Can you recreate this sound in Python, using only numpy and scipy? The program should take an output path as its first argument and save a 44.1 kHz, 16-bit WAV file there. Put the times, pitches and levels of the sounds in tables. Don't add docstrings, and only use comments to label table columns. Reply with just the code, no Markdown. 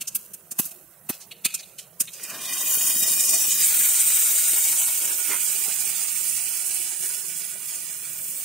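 import sys
import numpy as np
from scipy import signal
from scipy.fft import rfft, irfft
from scipy.io import wavfile
from scipy.ndimage import uniform_filter1d, minimum_filter1d

SR = 44100
rng = np.random.default_rng(int(sys.argv[2]) if len(sys.argv) > 2 else 0)


def file_out(sig):
    cols = np.atleast_2d(sig).T
    lim = np.clip(cols, -1, 1)
    pcm = np.round(lim * 32767).astype(np.int16)
    wavfile.write(sys.argv[1], SR, pcm)


def boost(x):
    u = np.asarray(x, float) / 20
    return 10 ** u


N = 372600
FRAME, HOP = 1024, 256
HZ = np.fft.rfftfreq(FRAME, 1 / SR)[:, None] + 1
FRAME_S = np.arange(N // HOP + 2) * HOP / SR
SPLIT_HZ = 4600
DROWNED_S = 2.3


def rms_one(x):
    return x / np.sqrt(np.mean(x ** 2) + 1e-20)


def per_frame(rows):
    s, *columns = np.transpose(rows)
    return [np.interp(FRAME_S, s, c) for c in columns]


def at_hz(points, hz=HZ):
    point_hz, db = np.transpose(points)
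    return np.interp(np.log(hz), np.log(point_hz), db)


def humps_db(modes):
    return sum(db * np.exp(-.5 * ((HZ - hz) / width * 2) ** 2) for hz, width, db in modes)


def bump(t, length):
    return np.exp(-.5 * (t / length * 4) ** 2)


def band_db(shape_db, low, high):
    return 10 * np.log10(np.mean(boost(shape_db) ** 2 * (HZ >= low) * (HZ < high), axis=0))


def levelled(shape_db, edges, levels_db):
    lift = [db - band_db(shape_db, lo, hi) for lo, hi, db in zip(edges, edges[1:], levels_db)]
    centres = np.log(np.sqrt(np.multiply(edges[1:], edges[:-1])))
    share = [np.interp(np.log(HZ), centres, row) for row in np.eye(len(centres))]
    return shape_db + sum(s * db for s, db in zip(share, lift))


def frames(x):
    return signal.stft(x, nperseg=FRAME, noverlap=FRAME - HOP)[2][..., :len(FRAME_S)]


def samples(z):
    return signal.istft(z, nperseg=FRAME, noverlap=FRAME - HOP)[1][..., :N]


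def patches(width_hz, length_s):
    size = (len(HZ), len(FRAME_S))
    w = 2 * np.pi * np.fft.fftfreq(size[0], SR / FRAME)[:, None] * width_hz
    v = 2 * np.pi * np.fft.rfftfreq(size[1], FRAME_S[1]) * length_s
    field = np.fft.rfft2(rng.standard_normal(size)) * np.exp(-(w ** 2 + v ** 2) / 8)
    return rms_one(np.fft.irfft2(field, size))


def crackle(per_s, spread_db):
    sizes = boost(spread_db * np.minimum(rng.exponential(1, (2, N)), 5)) * rng.standard_normal((2, N))
    return rms_one(sizes * (rng.random((2, N)) < per_s / SR))


def coloured(count, shape):
    hz = np.fft.rfftfreq(count, 1 / SR) + 1
    return rms_one(irfft(rfft(rng.standard_normal((2, count))) * boost(shape(hz)), count))


def thump(t, hz, cycles):
    return -np.cos(2 * np.pi * hz * t) * np.exp(-.5 * (t * hz / cycles) ** 2)


def ragged(count, spread_db, size):
    return boost(spread_db * rms_one(uniform_filter1d(rng.standard_normal(count), size=size)))


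def add(out, s, sound):
    i = round(s * SR)
    out[:, max(i, 0):i + sound.shape[-1]] += sound[..., max(-i, 0):N - i]


# f/Hz, level/dB per Hz
FIZZ_SPECTRUM = [(590, -77), (1000, -12), (1450, -3), (2100, -9), (3000, -10), (4400, -14), (6500, -7),
                 (9000, 1), (15800, 3)]
# f/Hz, level/dB per Hz
FLAME_SPECTRUM = [(15, -73), (25, -7), (50, -5), (72, -8), (92, -17.5), (162, 4), (234, -12), (266, -15),
                  (350, -9.5), (607, -8), (845, -12), (1410, -17.5), (2000, -49), (2600, -64), (4400, -120)]
# f/Hz, width/Hz, level/dB
LOW_RINGS = [(350, 120, 4), (640, 140, 3), (160, 60, 3)]


def oil_and_flame():
    rest_db, stirred_db, settle_s = [-68, -55.5], [-35, -25.5], 0.03
    flame_db = -61
    s, db = np.transpose(POPS)[:2, :, None]
    stirred = np.sum((FRAME_S > s) * boost(db - 60 * np.abs(FRAME_S - s) / settle_s / 3), axis=0)
    levels = [20 * np.log10(boost(rest) + boost(stir) * stirred) for rest, stir in zip(rest_db, stirred_db)]
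    fizz = levelled(at_hz(FIZZ_SPECTRUM) + 0 * FRAME_S, [1500, 4500, 15800], levels)
    fizz -= 30 * (HZ < 900)
    fizz -= 100 * np.maximum(FRAME_S - DROWNED_S, 0)
    fizz += 2.0 * patches(1800, 0.013)
    flame = at_hz(FLAME_SPECTRUM)
    flame = flame - band_db(flame, 25, 1600) + flame_db
    flame = flame + 1.18 * humps_db(LOW_RINGS) + 2.5 * patches(144, 0.042)
    return samples(np.hypot(boost(fizz), boost(flame)) * frames(crackle(20000, spread_db=1.6)))


# t/s, peak level/dB, low thump re peak/dB, 1.5-4.5 kHz re peak/dB, clearest ring f/Hz
POPS = [(0.012, -20, -29.5, -11, 2680), (0.076, -18, -42, -21, 6700), (0.152, -11, -40, -24, 12300),
        (0.337, -26, -33, -23, 10600), (0.5136, -20.5, -27.5, -22.5, 9050), (0.5901, -7, -19, -20.5, 13600),
        (0.655, -20.5, -31, -29, 13500), (0.7109, -31, -23, -18, 9150), (1.094, -13, -13.5, -18.5, 13800),
        (1.128, -42, -34, 1, 12700), (1.209, -35.5, -34, -16, 6350), (1.314, -37, -36, 5.5, 2920),
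        (1.4505, -9.5, -27, -7, 2460), (1.543, -15, -37, -16, 7950), (1.6308, -41.5, -26, 0, 3820),
        (1.786, -27.5, -57, -7, 3020), (2.004, -8.5, -30, -22.5, 8800), (2.0771, -40.5, -22, 9.5, 3440),
        (2.134, -29.5, -54, -15, 6890), (2.234, -22.5, -49, -21, 8300), (2.3, -26.5, -46, -13, 8300),
        (2.366, -33, -53, -22, 12000), (2.4528, -25.5, -40, -5, 3600), (2.5322, -17.5, -40, -22, 6960),
        (2.609, -18.5, -43, -26, 8030), (2.663, -18, -43, -22, 9000)]
# f/Hz, level/dB per Hz
POP_SPECTRUM = [(290, -54), (500, -40), (677, -18), (917, -26), (1810, -13.5), (2520, 0), (3040, -0.5),
                (5920, 0.5), (7780, -1.5), (8600, 5), (10000, -1), (11900, 3), (13100, 2.5), (15800, 4.5)]


def pops():
    pan_ring_hz, spit_ring_hz = 2670, 8300
    above_ring_db_per_octave, debris_db, lead_s = -9, 3.5, .04
    out, t = np.zeros((2, N)), np.arange(16384) / SR - lead_s
    tail = (t > 0) * (boost(-32.5 - 60 * t / 0.8) + boost(-25.5 - 60 * t / 0.67))
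    burst = np.where(t < 0, np.exp(-np.abs(t / 0.0077) ** 3.1), bump(t, 0.031))
    swell = np.hypot(burst, tail)
    spatter = np.hypot(burst, (t > 0) * boost(-15.0 - 60 * t / 0.37))
    push = thump(t - .0035, 230, cycles=0.46)
    push += 0.32 * thump(t - .0015, 360, cycles=1.0)
    push += 0.13 * thump(t + 0.00072, 660, cycles=1.0)

    def treble_db(f, ring_hz):
        ring = 8 * bump(np.log(f / ring_hz), 2.3) + above_ring_db_per_octave * np.log2(f / ring_hz).clip(0)
        return at_hz(POP_SPECTRUM, f) + ring - 5 * (f < 6000) - 60 * (f < SPLIT_HZ)

    def mid_spectrum_db(f, ring_hz):
        rings = 8 * bump(np.log(f / ring_hz), 0.23) + 5 * bump(np.log(f / 1300), 0.88)
        return at_hz(POP_SPECTRUM, f) + rings - 60 * (f > SPLIT_HZ)

    for s, db, low_db, mid_db, ring_hz in POPS:
        mid_hz, high_hz = (ring_hz, spit_ring_hz) if ring_hz < SPLIT_HZ else (pan_ring_hz, ring_hz)
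        treble = coloured(len(t), lambda f: treble_db(f, high_hz))
        mid = coloured(len(t), lambda f: mid_spectrum_db(f, mid_hz))
        knock = coloured(len(t), lambda f: -5 * np.log2(f / 900) ** 2)
        debris = ragged(len(t), debris_db, size=90) ** np.clip(t / .02 - 1, 0, 1)
        hiss = debris * (swell * treble + boost(mid_db + 2.5) * np.hypot(spatter, tail) * mid)
        low = push + boost(-15.5) * swell * knock
        add(out, s + .005 - lead_s, boost(db) * (boost(-8.5) * hiss + boost(low_db + 5.5) * low))
    return out


# t/s, level/dB, centre f/Hz, length/s
SPLUTTERS = [(5.335, -36, 1900, 0.12), (5.325, -34, 2000, 0.089), (2.2, -45, 2300, 0.035),
             (5.33, -45, 410, 0.11), (7.5, -53, 3900, 0.051), (5.08, -48.5, 510, 0.22),
             (5.1, -42, 2200, 0.067), (5.69, -46, 1070, 0.075), (2.34, -44, 1370, 0.18),
             (1.135, -44.5, 6500, 0.1), (0.635, -35.5, 12000, 0.14), (1.81, -45.5, 7400, 0.071),
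             (1.6, -38, 5500, 0.035), (1.225, -47, 6300, 0.07), (1.32, -50, 12000, 0.03)]


def splutters():
    lead_s, ragged_db = .09, 1.8
    out, t = np.zeros((2, N)), np.arange(8192) / SR - lead_s
    for s, db, hz, length in SPLUTTERS:
        noise = coloured(len(t), lambda f: -4 * np.log2(f / hz) ** 2 - 9 * np.log2(f / hz).clip(0) ** 2)
        add(out, s - lead_s, boost(db) * ragged(len(t), ragged_db, size=200) * bump(t, length) * noise)
    return out


# t/s, level/dB
VIGOUR = [(2.15, -44), (2.67, -28.5), (2.92, -24), (3.5, -23.5), (3.6, -24.5), (3.62, -21), (4.78, -24),
          (4.99, -27), (6.83, -31.5), (6.98, -35.5), (7.04, -29), (7.24, -36.5), (7.36, -34), (7.6, -38.5),
          (7.69, -34.5), (7.9, -37.5), (8.43, -38.5), (8.45, -37)]
SIZZLE_BANDS_HZ = [200, 1200, 4500, 10500, 15800]
# covered level/dB at full vigour, share of swing, open-pan level/dB, open-pan share
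SIZZLE_LAW = [
    (-51.5, 0.16, -53, 0.53),
    (-36, 0.042, -35, 0.87),
    (-19.5, 1.22, -21.5, 1),
    (-26, 1.14, -25.5, 0.98),
]
# f/Hz, level/dB per Hz
POURING = [(53, -54), (90, -20), (233, 1), (950, -8.5), (1940, -21.5), (2260, -17.5), (2410, -13),
           (3400, -15), (3710, -13), (4220, -14.5), (4510, -14.5), (6400, -8), (8600, -2), (10500, -3),
           (15800, 3)]
# f/Hz, level/dB per Hz
OPEN_PAN = [(53, -64), (90, -34), (161, -17.5), (497, -20.5), (578, -20), (817, -17), (1110, -21),
            (1400, -16), (2070, -16), (2360, -16.5), (5130, -16), (8440, -1.5), (10500, -7), (14800, -2),
            (15800, -5)]
# f/Hz, level/dB per Hz
SIMMER = [(53, -68), (90, -51), (165, -20), (205, -37.5), (351, -19.5), (566, -29.5), (702, -23),
          (1110, -22.5), (1430, -17), (2070, -14.5), (2360, -13.5), (3400, -13.5), (3710, -17.5),
          (8620, -3.5), (10200, -5.5), (12000, -7.5), (15800, -7)]
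# f/Hz, width/Hz, level/dB
BOWL_SLOTS = [(520, 97, -11), (932, 120, -16), (1044, 43, 8), (1360, 81, -23), (1466, 71, 7),
              (1946, 210, 8), (2180, 79, -32), (2322, 98, -37), (2447, 72, 10.5), (2640, 171, -23),
              (2950, 140, 4), (3073, 45, -11), (3150, 110, 3), (3390, 70, -14), (3470, 82, -14),
              (3500, 80, -5), (3560, 83, 2), (3790, 70, 5.5), (3906, 90, -21), (4140, 100, -42),
              (4260, 140, -9), (6290, 93, 6.5), (6467, 220, -12), (6780, 140, 6), (7030, 190, -10),
              (7290, 160, 5), (7720, 220, -10), (8300, 110, 5), (8400, 90, -7), (8630, 120, 4.5),
              (8920, 250, -5.5), (9150, 110, 8), (9440, 150, -11), (9900, 89, 0), (15000, 330, -10)]
# f/Hz, width/Hz, level/dB
PAN_RINGS = [(1475, 41, 7), (1550, 74, -10), (1700, 62, 3), (1754, 70, -8.5), (2020, 43, -2.5),
             (2110, 50, -4), (2310, 71, 6), (2476, 54, 8.5), (2540, 55, -10), (2620, 70, 9.5),
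             (2680, 60, -13), (2730, 54, 6), (2930, 65, 4), (3160, 99, 0), (5850, 120, -2.5),
             (7030, 200, 2.5), (7110, 90, -10), (7300, 120, 4), (8700, 670, 3.5), (9100, 210, -6),
             (9420, 230, 6)]
# f/Hz, width/Hz, level/dB
THIN_PASTE_RINGS = [(3316, 60, 2), (3460, 74, -16), (3840, 65, -13), (3730, 63, 10), (3920, 69, 5),
                    (4240, 97, -16), (4420, 80, 5.5), (4500, 70, -7)]
# f/Hz, width/Hz, level/dB
SIMMER_SLOTS = [(3716, 85, -17), (3150, 74, -10), (2120, 42, -12), (4520, 130, -3.5), (5700, 150, -8)]
# t/s, f/Hz, level/dB
DULL_BAND = [(5.1, 10600, -1), (5.5, 11300, -2), (6.1, 12100, -6), (6.8, 13500, -13), (7.5, 13300, -3),
             (7.9, 12200, -4), (8.45, 11600, -15)]
# t/s, f/Hz, length/s, width/Hz, level/dB
GAPS = [(2.93, 4100, 0.15, 260, -22), (3.18, 3400, .2, 110, -20), (2.95, 2640, .2, 90, -14),
        (2.17, 10600, .05, 250, -20), (2.2, 12800, .05, 249, -20), (2.42, 13100, .06, 250, -22),
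        (2.733, 5100, .05, 200, -22), (3.3, 14500, .04, 300, -20), (3.47, 5030, 0.042, 300, -24),
        (3.47, 13000, .04, 300, -20), (3.5, 14700, 0.14, 250, -24), (3.82, 5070, .09, 260, -25),
        (4.04, 4380, .03, 200, -22), (4.167, 4440, 0.049, 170, -20), (4.47, 4530, .05, 160, -18),
        (4.817, 5130, 0.043, 400, -22), (4.925, 4980, 0.092, 150, -13), (5.06, 4350, 0.031, 250, -12),
        (5.38, 3770, .17, 110, -18), (5.393, 5250, 0.042, 300, -20), (5.099, 2060, 0.64, 55, -11),
        (6.55, 3750, .13, 150, -20), (7.28, 3760, .08, 150, -20), (7.47, 5660, .06, 180, -16),
        (7.95, 4500, .09, 200, -22), (8.22, 3780, .07, 150, -18), (8.41, 11200, 0.033, 397, -22)]


def sizzle_shape():
    bowl_lifts_s, bowl_arrives_s, bowl_tips_s = 3.62, 2.08, 0.43
    covered = FRAME_S < bowl_lifts_s
    waver = np.clip(1 + 0.5 * patches(120, 0.05), 0, 2)
    tipped = np.clip((FRAME_S - bowl_arrives_s) / bowl_tips_s, 0, 1)
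    under_bowl = at_hz(POURING) + humps_db(BOWL_SLOTS) * waver * tipped

    thick = np.clip((FRAME_S - 4.6) / 1.74, 0, 1)
    thin_db = at_hz(OPEN_PAN) + humps_db(THIN_PASTE_RINGS)
    open_pan = (1 - thick) * thin_db + thick * at_hz(SIMMER) + humps_db(PAN_RINGS)
    open_pan += np.clip((FRAME_S - 4.7) / 1.8, 0, 1) * humps_db(SIMMER_SLOTS) * waver
    dull_hz, dull_db = per_frame(DULL_BAND)
    patchy = np.clip(1 + 0.97 * patches(170, 0.04), 0, 4)
    open_pan += humps_db([(dull_hz, 2300, dull_db)]) * patchy

    gaps = sum(humps_db([(hz, width, db)]) * bump(FRAME_S - s, 2 * length)
               for s, hz, length, width, db in GAPS)
    return covered, np.where(covered, under_bowl, open_pan) + gaps + humps_db(LOW_RINGS)


def sizzle():
    full_db, paste_lands_s, spreads_db_per_s = -23, 2.38, 53
    covered, shape = sizzle_shape()
    flutter = np.where(covered, 1.6, 0.94) * patches(6300, 0.012)
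    flutter = flutter + 1.0 * patches(1380, 0.016) + 1.7 * patches(370, 0.037) / (1 + HZ / 1500)
    swing = per_frame(VIGOUR)[0] - full_db
    levels = [np.where(covered, db + share * swing, open_db + open_share * swing)
              for db, share, open_db, open_share in SIZZLE_LAW]
    levels[-1] += 5.5 * bump(FRAME_S - 2.68, 0.5)
    levels[-1] += 6 * bump(FRAME_S - 8.3, 0.47)
    wet = -spreads_db_per_s * np.maximum(paste_lands_s - FRAME_S, 0) * (HZ < SPLIT_HZ)
    start = np.clip((FRAME_S - VIGOUR[0][0]) / 0.03 + 1, 0, 1)
    gain = boost(levelled(shape, SIZZLE_BANDS_HZ, levels) + wet + flutter) * start
    return samples(gain * frames(crackle(18000, spread_db=-0.4)))


# t/s, peak level/dB, f/Hz
PLOPS = [(2.707, -36, 374), (2.767, -29.5, 280), (2.956, -36, 252), (3.02, -33, 231), (3.075, -36.5, 355),
         (3.476, -38, 324), (3.72, -52, 342), (3.761, -44, 256), (4.308, -41, 350), (4.527, -39, 293),
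         (5.207, -43, 397), (5.307, -42, 350), (5.488, -44, 474), (5.676, -40, 342)]


def plops():
    lead_s = .09
    out, t = np.zeros((2, N)), np.arange(8192) / SR - lead_s
    for s, db, hz in PLOPS:
        plop = thump(t, hz, cycles=0.39) + 0.24 * thump(t, 2.3 * hz, cycles=0.25)
        add(out, s + 0.0073 - lead_s, boost(db + 1.5) * plop)
    return out


def scene():
    return oil_and_flame() + pops() + splutters() + sizzle() + plops()


def lean(z, band, lean_db, excess_db):
    memory_s, hold_db_per_s, quiet_db = 2.67, 184, -75
    level = 10 * np.log10(uniform_filter1d(np.sum(np.abs(z) ** 2 * band, axis=0), size=7) + 1e-12)
    span = int(memory_s / FRAME_S[1])
    padded = np.r_[np.full(span, quiet_db), level]
    quiet = minimum_filter1d(padded, span, origin=(span - 1) // 2)[span:]
    quiet = np.where(FRAME_S < memory_s, np.maximum(quiet, level[:span].min()), quiet)
    held = np.maximum.accumulate(level + hold_db_per_s * FRAME_S) - hold_db_per_s * FRAME_S
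    return lean_db * np.exp(-(held - uniform_filter1d(quiet, size=41)).clip(0) / excess_db)


def steer(a, b):
    high = HZ > SPLIT_HZ
    low_db = lean(a, (HZ > 600) & (HZ < SPLIT_HZ), lean_db=-18, excess_db=7.5)
    high_db = lean(a, high, lean_db=-8.5, excess_db=11)
    chance = patches(370, 0.054) * np.clip(-low_db / 3, 0, 1)
    loose = 1 / (1.5 + np.exp(-4 * (chance - 2.5 - 0.5 * low_db * (1500 / HZ) ** 0.59)))
    loose *= loose > .1
    left_db = np.where(high, high_db, -8 * loose * np.clip(HZ / 250, 0, 1))
    left_gain = boost(left_db - 1.5 * (FRAME_S < DROWNED_S) * high)
    alike = np.where(high, np.clip(0.43 + 0.017 * high_db, 0, 1), 1 - 0.34 * loose)
    left = left_gain * (alike * a + np.sqrt(1 - alike ** 2) * b)
    keep = 2 / np.sqrt(1 + left_gain ** 2 + 2 * left_gain * alike)
    return np.array([left, a]) * keep


# f/Hz, level/dB
SLOT_DEPTH = [(100, 10), (1500, 8), (2800, 5), (3600, 17), (5800, 20), (7000, 8), (9500, 5), (12500, 16),
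              (15800, 5)]
# f/Hz, level/dB
RIPPLE = [(100, 0.5), (600, 3), (1500, 3), (2600, 2.5), (4000, 2.5), (7000, 1.8), (15800, 1.8)]


def noise_slots(a):
    spared_above_db, spared_over_db = 0, 7
    power = uniform_filter1d(np.abs(a) ** 2, size=25, axis=0) + 1e-20
    sudden_db = 10 * np.log10(power / uniform_filter1d(power, size=60, axis=1))
    slots_db = -np.abs(at_hz(SLOT_DEPTH)) * np.maximum(patches(95, 0.032) - .3, 0) ** 2.9
    slots_db += at_hz(RIPPLE) * 2 * np.tanh(patches(18.0, 0.37) / 2)
    slots_db = np.maximum(slots_db, -9.0 - 30 * (HZ > 1800))
    slots_db -= 10 * np.log10(uniform_filter1d(boost(slots_db) ** 2, size=50, axis=0))
    return boost(slots_db * np.clip(2.5 - (sudden_db - spared_above_db) / spared_over_db, 0, 1))


# f/Hz, level/dB
GATE = [(1000, -22), (2000, -13), (3000, -9.5), (3600, -8), (5800, -8), (6800, -14), (9500, -19),
        (11000, -13), (13500, -12), (15800, -15)]


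def gate(z):
    shut_db = -42
    power = uniform_filter1d(uniform_filter1d(np.abs(z) ** 2, size=3, axis=0), size=4, axis=1) + 1e-20
    under_db = 10 * np.log10(power / uniform_filter1d(power, size=41, axis=0).clip(1e-20))
    return boost(shut_db * (under_db < at_hz(GATE)))


def low_pass(x):
    return signal.sosfilt(signal.butter(12, 16700, fs=SR, output="sos"), x)


def record(dry):
    cutoff_hz, rumble_cut_hz = 15725, 63
    a, b = frames(dry)
    both = steer(a, b) * noise_slots(a)
    both = both * gate(both.sum(axis=0))
    band = (HZ < cutoff_hz) / np.hypot(1, (rumble_cut_hz / HZ) ** 3)
    return low_pass(samples(both * band))


dry = scene()
out = record(dry)
file_out(out)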